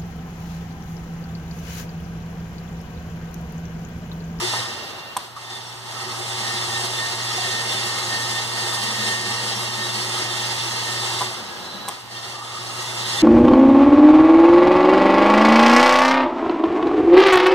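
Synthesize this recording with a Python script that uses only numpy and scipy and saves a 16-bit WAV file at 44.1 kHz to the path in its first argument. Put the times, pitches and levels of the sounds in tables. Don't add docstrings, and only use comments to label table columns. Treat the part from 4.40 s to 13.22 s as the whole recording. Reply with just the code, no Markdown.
import sys
import numpy as np
from scipy import signal
from scipy.fft import rfft, irfft, next_fast_len
from scipy.io import wavfile

SR = 44100
rng = np.random.default_rng(int(sys.argv[2]) if len(sys.argv) > 2 else 0)


def inscribe(sig):
    pcm = np.round(np.clip(np.atleast_2d(sig).T, -1, 1) * 32767)
    wavfile.write(sys.argv[1], SR, pcm.astype(np.int16))


N = 388962


def amp(db):
    return 10 ** (np.asarray(db) / 20)


def rms_one(x):
    return x / np.sqrt(np.mean(x ** 2) + 1e-20)


def at_hz(points, hz):
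    points = np.array(points)
    return np.interp(np.log(hz + 1), np.log(points[:, 0]), points[:, 1])


def curve(points):
    s, level_db = np.transpose(points)
    return np.interp(np.arange(N) / SR, s, level_db)


def frequency_grid():
    size = next_fast_len(N)
    return size, np.arange(size // 2 + 1) * SR / size


def drift(rate):
    step = 40
    r = np.exp(-2 * step * np.pi * rate / SR)
    noise = rng.standard_normal(N // step + 2002)
    slow = signal.lfilter([1], [1, -2 * r, r * r], noise)[2000:]
    return np.interp(np.arange(N) / step, np.arange(len(slow)), rms_one(slow))


def resonate(noise, hz, width):
    r = np.exp(-np.pi * width / SR)
    poles = [1, -2 * r * np.cos(2 * np.pi * hz / SR), r * r]
    return signal.lfilter([(1 - r * r) / 2, 0, (r * r - 1) / 2], poles, noise)


# (off [s], on [s], jet back [s])
STOPS = [(0.13, 0.777, 1.1), (6.794, 7.495, 7.71)]


def keg_draining(t):
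    rise_s, fade_s = 0.34, 0.068
    return sum(np.clip(np.minimum((t - off) / rise_s, (on - t) / fade_s + 1), 0, 1)
               for off, on, back in STOPS)


# (time [s], level [dB])
FLOW = [(0, -30), (.14, -28.5), (.4, -37.5), (.75, -45.5), (.8, -39.5), (.95, -46.5), (.97, -41),
        (1.12, -39), (1.4, -41.5), (1.55, -36), (2.0, -31), (2.4, -29), (2.76, -31), (3.1, -29.5),
        (3.95, -30), (4.1, -32), (4.2, -29), (4.7, -29.5), (5.3, -30.5), (6.82, -29.5), (7.02, -37.5),
        (7.47, -39.5), (7.52, -37.5), (7.68, -44.5), (7.73, -39.5), (8.0, -38), (8.82, -29.5)]


def flow_sag():
    full_flow_db = -30
    return curve(FLOW) - full_flow_db


# (frequency [Hz], likeness [0-1])
LIKENESS = [(30, 0), (110, 0.85), (250, 0.6), (500, 0.6), (1000, 0.82), (1900, .88), (2050, .5),
            (2200, .72), (2330, .985), (2450, .999), (2560, .95), (2650, .82), (2950, .88), (3650, .86),
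            (5000, 0.76), (7000, 0.43), (13000, 0.68)]
# (frequency [Hz], level difference [dB])
BALANCE = [(100, -1.5), (350, 3.5), (800, -0.5), (1900, -2.5), (2150, 1), (2400, -3.1), (2800, -1),
           (5500, -1.6), (8800, 2), (14000, -2.5)]


def stereo(near, other, colour=None):
    opposed_hz, turn_hz = 2390, 2580
    one_sided = 0.19
    size, hz = frequency_grid()
    turn = np.maximum(np.pi + 2 * np.pi * (hz - opposed_hz) / turn_hz, 0)
    swing = np.tanh(1.2 * np.cos(turn)) / np.tanh(1.2)
    alike = at_hz(LIKENESS, hz) * swing
    near, other = rfft(near, size), rfft(other, size)
    side = one_sided * 1j * np.sign(np.sin(turn)) * near + np.sqrt(1 - one_sided ** 2) * other
    both = np.sqrt((1 + alike) / 2) * near + np.sqrt((1 - alike) / 2) * side * [[1], [-1]]
    both = both * amp(at_hz(BALANCE, hz) * [[.5], [-.5]])
    if colour is not None:
        both = both * amp(at_hz(colour, hz))
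    return irfft(both, size)[:, :N]


# (frequency [Hz], density [dB per Hz])
LIQUID = [(25, -34), (60, -29), (100, -1.5), (170, -8), (300, -5.5), (600, -2.5), (1000, -3.5),
          (1450, -7.5), (1900, -4.5), (2120, -2), (2230, -7.5), (2370, -9.5), (2520, -5.5), (2700, -2),
          (3000, -6), (4400, -6), (4850, -3.5), (6200, -6), (8200, -3), (10500, -8.5), (12500, -19),
          (15000, -19.5)]


def liquid_noise():
    return stereo(*rng.standard_normal((2, N)), LIQUID)


# (frequency [Hz], width [Hz], level [dB])
KEG = [(212, 14, 8), (232, 12, 6), (330, 16, 4), (362, 16, 12), (378, 14, 10), (468, 8, 8), (788, 12, 7),
       (817, 12, 5), (1190, 40, 3), (1270, 90, 5), (1823, 40, 2), (1885, 10, 10), (1915, 12, 10.5),
       (2127, 14, 5.5), (2460, 14, 2), (2741, 14, 7.5), (2783, 25, 7), (2992, 20, 6), (3100, 20, 6),
       (3150, 20, 8), (3184, 14, 12), (3295, 12, 10), (3376, 10, 7), (3424, 10, 10), (3520, 30, 8),
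       (3564, 24, 14), (3849, 14, 8.5), (3877, 12, 8), (3977, 12, 11), (4021, 12, 8.5), (4170, 60, 5),
       (4318, 24, 9), (4342, 18, 14.5), (4487, 12, 12), (4515, 20, 7.5), (4590, 30, 5), (4653, 12, 9),
       (5017, 25, 8), (5430, 16, 6), (5545, 26, 10), (5854, 18, 6), (6546, 60, 6), (6920, 50, 4),
       (7055, 50, 4), (7990, 25, 8), (8190, 100, 5), (8613, 90, 5), (11560, 140, 4)]


def keg_wall(waver_db):
    noise, out = liquid_noise(), 0
    for k, (hz, width, level_db) in enumerate(KEG):
        level_db = level_db + waver_db * drift(3.1) + 1.67 * drift(12)
        out = out + (-1) ** k * amp(level_db) * resonate(noise, hz, width)
    return out


def jet_level(t, sag_db, draining):
    jet_db, follows, drain_db = -2, 0.28, -1
    slug_db, slug_fade_s = 7, 0.17
    slugs = sum((t > back) * np.exp(-np.maximum(t - back, 0) / slug_fade_s) for off, on, back in STOPS)
    return jet_db + follows * sag_db + drain_db * draining + slug_db * slugs


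def fine_modes(hz, spacing_hz, depth_db):
    ripple = np.interp(hz / spacing_hz, np.arange(2000), rng.standard_normal(2000))
    return amp(depth_db * ripple * np.clip(hz / 3000, 0, 1))


# (level at full flow [dB], share of the flow's sag [ratio], added while draining [dB])
LAYERS = [(-40.5, 0.98, 6.5), (-36.5, 0.7, 3.5), (-30.5, 1.124, 0.5), (-37.5, 1.22, -2.5)]
LAYER_EDGES_HZ = [650, 1600, 6000]


def liquid(sag_db, draining, jet_db):
    sound = liquid_noise() + amp(jet_db) * keg_wall(waver_db=1.7)
    size, hz = frequency_grid()
    above = [.5 + .5 * np.tanh(np.log2((hz + 1) / edge) / 0.26) for edge in LAYER_EDGES_HZ]
    above = [1] + above + [0]
    spectrum = rfft(sound, size) * fine_modes(hz, spacing_hz=14, depth_db=1.5)
    surge, out = drift(7.9), 0
    for k, (full_db, share, drain_db) in enumerate(LAYERS):
        layer = irfft(spectrum * (above[k] - above[k + 1]), size)[:, :N]
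        layer = layer / np.std(layer.mean(axis=0))
        level_db = full_db + share * sag_db + drain_db * draining
        out = out + amp(level_db + 0.73 * surge + 0.78 * drift(22)) * layer
    return out


# (frequency [Hz], density [dB per Hz])
SHED = [(25, -18), (60, -3), (180, 1.5), (700, -1), (2050, -2.5), (2400, -8), (2800, -0.5), (4400, -1),
        (6500, -30), (12000, -16)]


def shed(draining):
    level_db, drain_db = -46, 5.5
    size, hz = frequency_grid()
    spectrum = rfft(rng.standard_normal((2, N)), size) * amp(at_hz(SHED, hz))
    wash = irfft(spectrum, size)[:, :N]
    return amp(level_db + drain_db * draining + 1.5 * drift(5.0)) * rms_one(wash)


# (start [s], end [s], frequency [Hz], width [Hz], level [dB])
GURGLE = [(-.02, 0.098, 358, 24, -33), (.05, 0.74, 2756, 16, -44), (.5, .65, 3570, 30, -51),
          (2.97, 3.05, 735, 90, -37), (0.962, 0.974, 1175, 200, -35), (1.497, 2.552, 365.4, 16, -45),
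          (1.03, 1.174, 3570, 34, -40.5), (1.066, 1.196, 780, 17, -45), (1.53, 1.8, 1287, 40, -43),
          (1.54, 1.74, 1175, 90, -40), (1.695, 1.766, 1093, 44, -41), (1.516, 2.49, 790, 13, -44.5),
          (4.247, 5.6, 211.5, 24, -45), (6.947, 7.49, 202, 47, -48), (7.05, 7.475, 1646, 22, -47),
          (7.194, 7.488, 3980, 160, -41.5), (7.94, 8.02, 1184, 70, -42), (7.98, 8.182, 1210, 110, -40),
          (8.148, 8.33, 1130, 65, -42), (8.27, 8.416, 1245, 110, -39)]


def gurgle(t):
    noise, out = stereo(*rng.standard_normal((2, N))), 0
    for start, end, hz, width, level_db in GURGLE:
        rise = (t - start) / (.15 * (end - start))
        fall = (end - t) / .02 + 1
        gate = np.clip(np.minimum(rise, fall), 0, 1)
        note = resonate(resonate(noise, hz, width), hz, width)
        out = out + amp(level_db + 2.0 * drift(16)) * gate * rms_one(note)
    return out


def hum_level(t, sag_db):
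    running_db, follows = -39, 0.29
    coast_s, fall_db_per_s, off_db = 0.092, 108, -15.5
    lag_s, rise_db_per_s, back_db, recover_db_per_s = 0.096, 160, -8, 7
    out = running_db + follows * sag_db
    for off, on, back in STOPS:
        since = t - on - lag_s
        falling = np.maximum(-fall_db_per_s * np.maximum(t - off - coast_s, 0), off_db)
        rising = np.minimum(off_db + rise_db_per_s * since, back_db + recover_db_per_s * since)
        out = out + np.minimum(np.maximum(falling, rising), 0)
    return out


# (frequency [Hz], level relative to the hum [dB], wavering [dB])
MOTOR = [(120, 0, .6), (360.5, -16, 4), (716, -17, 3), (840.2, -11, 2.5), (902.6, -3.5, 1.2),
         (960.2, -13, 3), (1022.7, -15, 3), (1080.6, -12, 3.5), (1142.8, -8, 2.5), (1262.8, -10.5, 2.5)]


def motor(t, hum_db):
    out = 0
    for hz, level_db, spread_db in MOTOR:
        waver_db = spread_db * drift(3.0)
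        lead = np.array([[.06], [-.06]]) if hz < 200 else 0
        out = out + amp(level_db + waver_db) * np.sin(2 * np.pi * (hz * t + rng.random() + lead))
    return np.sqrt(2) * amp(hum_db) * out * amp([[-.9], [.9]])


# (time [s], level [dB])
WHINE = [(0.0, -47), (0.05, -52), (0.17, -34.5), (0.34, -47), (0.91, -58), (1.15, -44), (1.33, -57),
         (1.62, -42), (1.79, -58), (2.01, -44), (2.09, -33), (2.23, -46), (2.36, -29.5), (2.48, -51),
         (2.63, -28), (2.77, -45), (2.92, -37.5), (3.19, -30.5), (3.29, -42), (3.56, -35), (3.66, -45),
         (3.73, -28), (3.88, -37), (3.98, -30), (4.07, -44), (4.2, -33.5), (4.54, -40), (4.69, -28),
         (5.21, -47), (5.43, -35), (5.55, -48), (5.92, -37), (6.26, -45), (6.53, -35.5), (6.78, -50),
         (6.83, -43), (6.97, -56), (7.44, -60), (7.49, -51), (7.61, -64), (7.79, -41), (7.84, -50),
         (8.47, -54), (8.82, -34)]


def impeller(t):
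    whine_hz = 1825
    wobble = .16 * drift(6.0)
    lead = np.array([[.12], [-.12]])
    whine = np.sin(2 * np.pi * (whine_hz * t + wobble + lead)) * amp([[-1.5], [1.5]])
    return np.sqrt(2) * amp(curve(WHINE) + 2.0 * drift(15.0)) * whine


# (time [s], thud level [dB], tick level [dB])
BLOWS = [(.137, -13, -30), (.1475, -20, -35), (.7659, -15, -40), (.767, -15, -40), (.7679, -26, -15),
         (.7711, -25, -12), (.7759, -19, -24), (6.8088, -20, -40), (6.8098, -16, -30), (6.8157, -11, -22),
         (6.8208, -15, -28), (6.8278, -20, -35), (7.452, -27, -40), (7.4795, -24, -40), (7.4815, -21, -30),
         (7.4833, -24, -22), (7.4868, -22, -13), (7.4915, -19, -17), (7.501, -27, -35), (7.522, -26, -35)]
# (frequency [Hz], level [dB], t60 [s])
THUD = [(985, -4, .028), (1250, -13, .016), (820, -9, .035), (1650, -13, .012), (520, -20, .02)]
# (frequency [Hz], level [dB], t60 [s])
TICK = [(2000, -13, .006), (3500, -6, .006), (4300, -11, .005), (5900, -9, .005), (6800, -12, .004),
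        (8600, 0, .005), (11700, -5, .003), (14000, -8, .003)]


def contactor():
    echo_db, echo_t60_s = -14, .4
    s, thud_db, tick_db = np.transpose(BLOWS)
    dry = np.zeros(N)
    for modes, blow_db in ((THUD, thud_db), (TICK, tick_db)):
        for k, (hz, level_db, t60) in enumerate(modes):
            clicks = np.full(N, 1e-18)
            clicks[(s * SR).astype(int)] = amp(blow_db + level_db + rng.normal(0, 0.28, len(s)))
            r, w = amp(-60 / (t60 * SR)), 2 * np.pi * hz / SR
            ring = signal.lfilter([0, np.sin(w)], [1, -2 * r * np.cos(w), r * r], clicks)
            dry += (-1) ** k * ring
    dry = signal.sosfilt(signal.butter(2, 300, "high", fs=SR, output="sos"), dry)
    t = np.arange(SR // 2) / SR
    tail = rng.standard_normal((2, len(t))) * amp(-60 * t / echo_t60_s) * (t > .008)
    tail = amp(echo_db) * rms_one(tail) / np.sqrt(len(t))
    wet = signal.fftconvolve(dry[None], tail, axes=1)[:, :N]
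    return np.array([dry, np.roll(dry, 1)]) + wet


def scene():
    t = np.arange(N) / SR
    sag_db, draining = flow_sag(), keg_draining(t)
    water = liquid(sag_db, draining, jet_level(t, sag_db, draining)) + shed(draining) + gurgle(t)
    pump = motor(t, hum_level(t, sag_db)) + impeller(t)
    return water + pump + contactor()


def record(dry):
    hiss_db, hiss_from_hz, cutoff_hz = -63.5, 4900, 15450
    bright = signal.butter(2, hiss_from_hz, "high", fs=SR, output="sos")
    hiss = signal.sosfilt(bright, rng.standard_normal((2, N)))
    top_cut = signal.cheby2(16, 60, cutoff_hz, fs=SR, output="sos")
    return signal.sosfilt(top_cut, dry + amp(hiss_db) * hiss)


dry = scene()
out = record(dry)
inscribe(out)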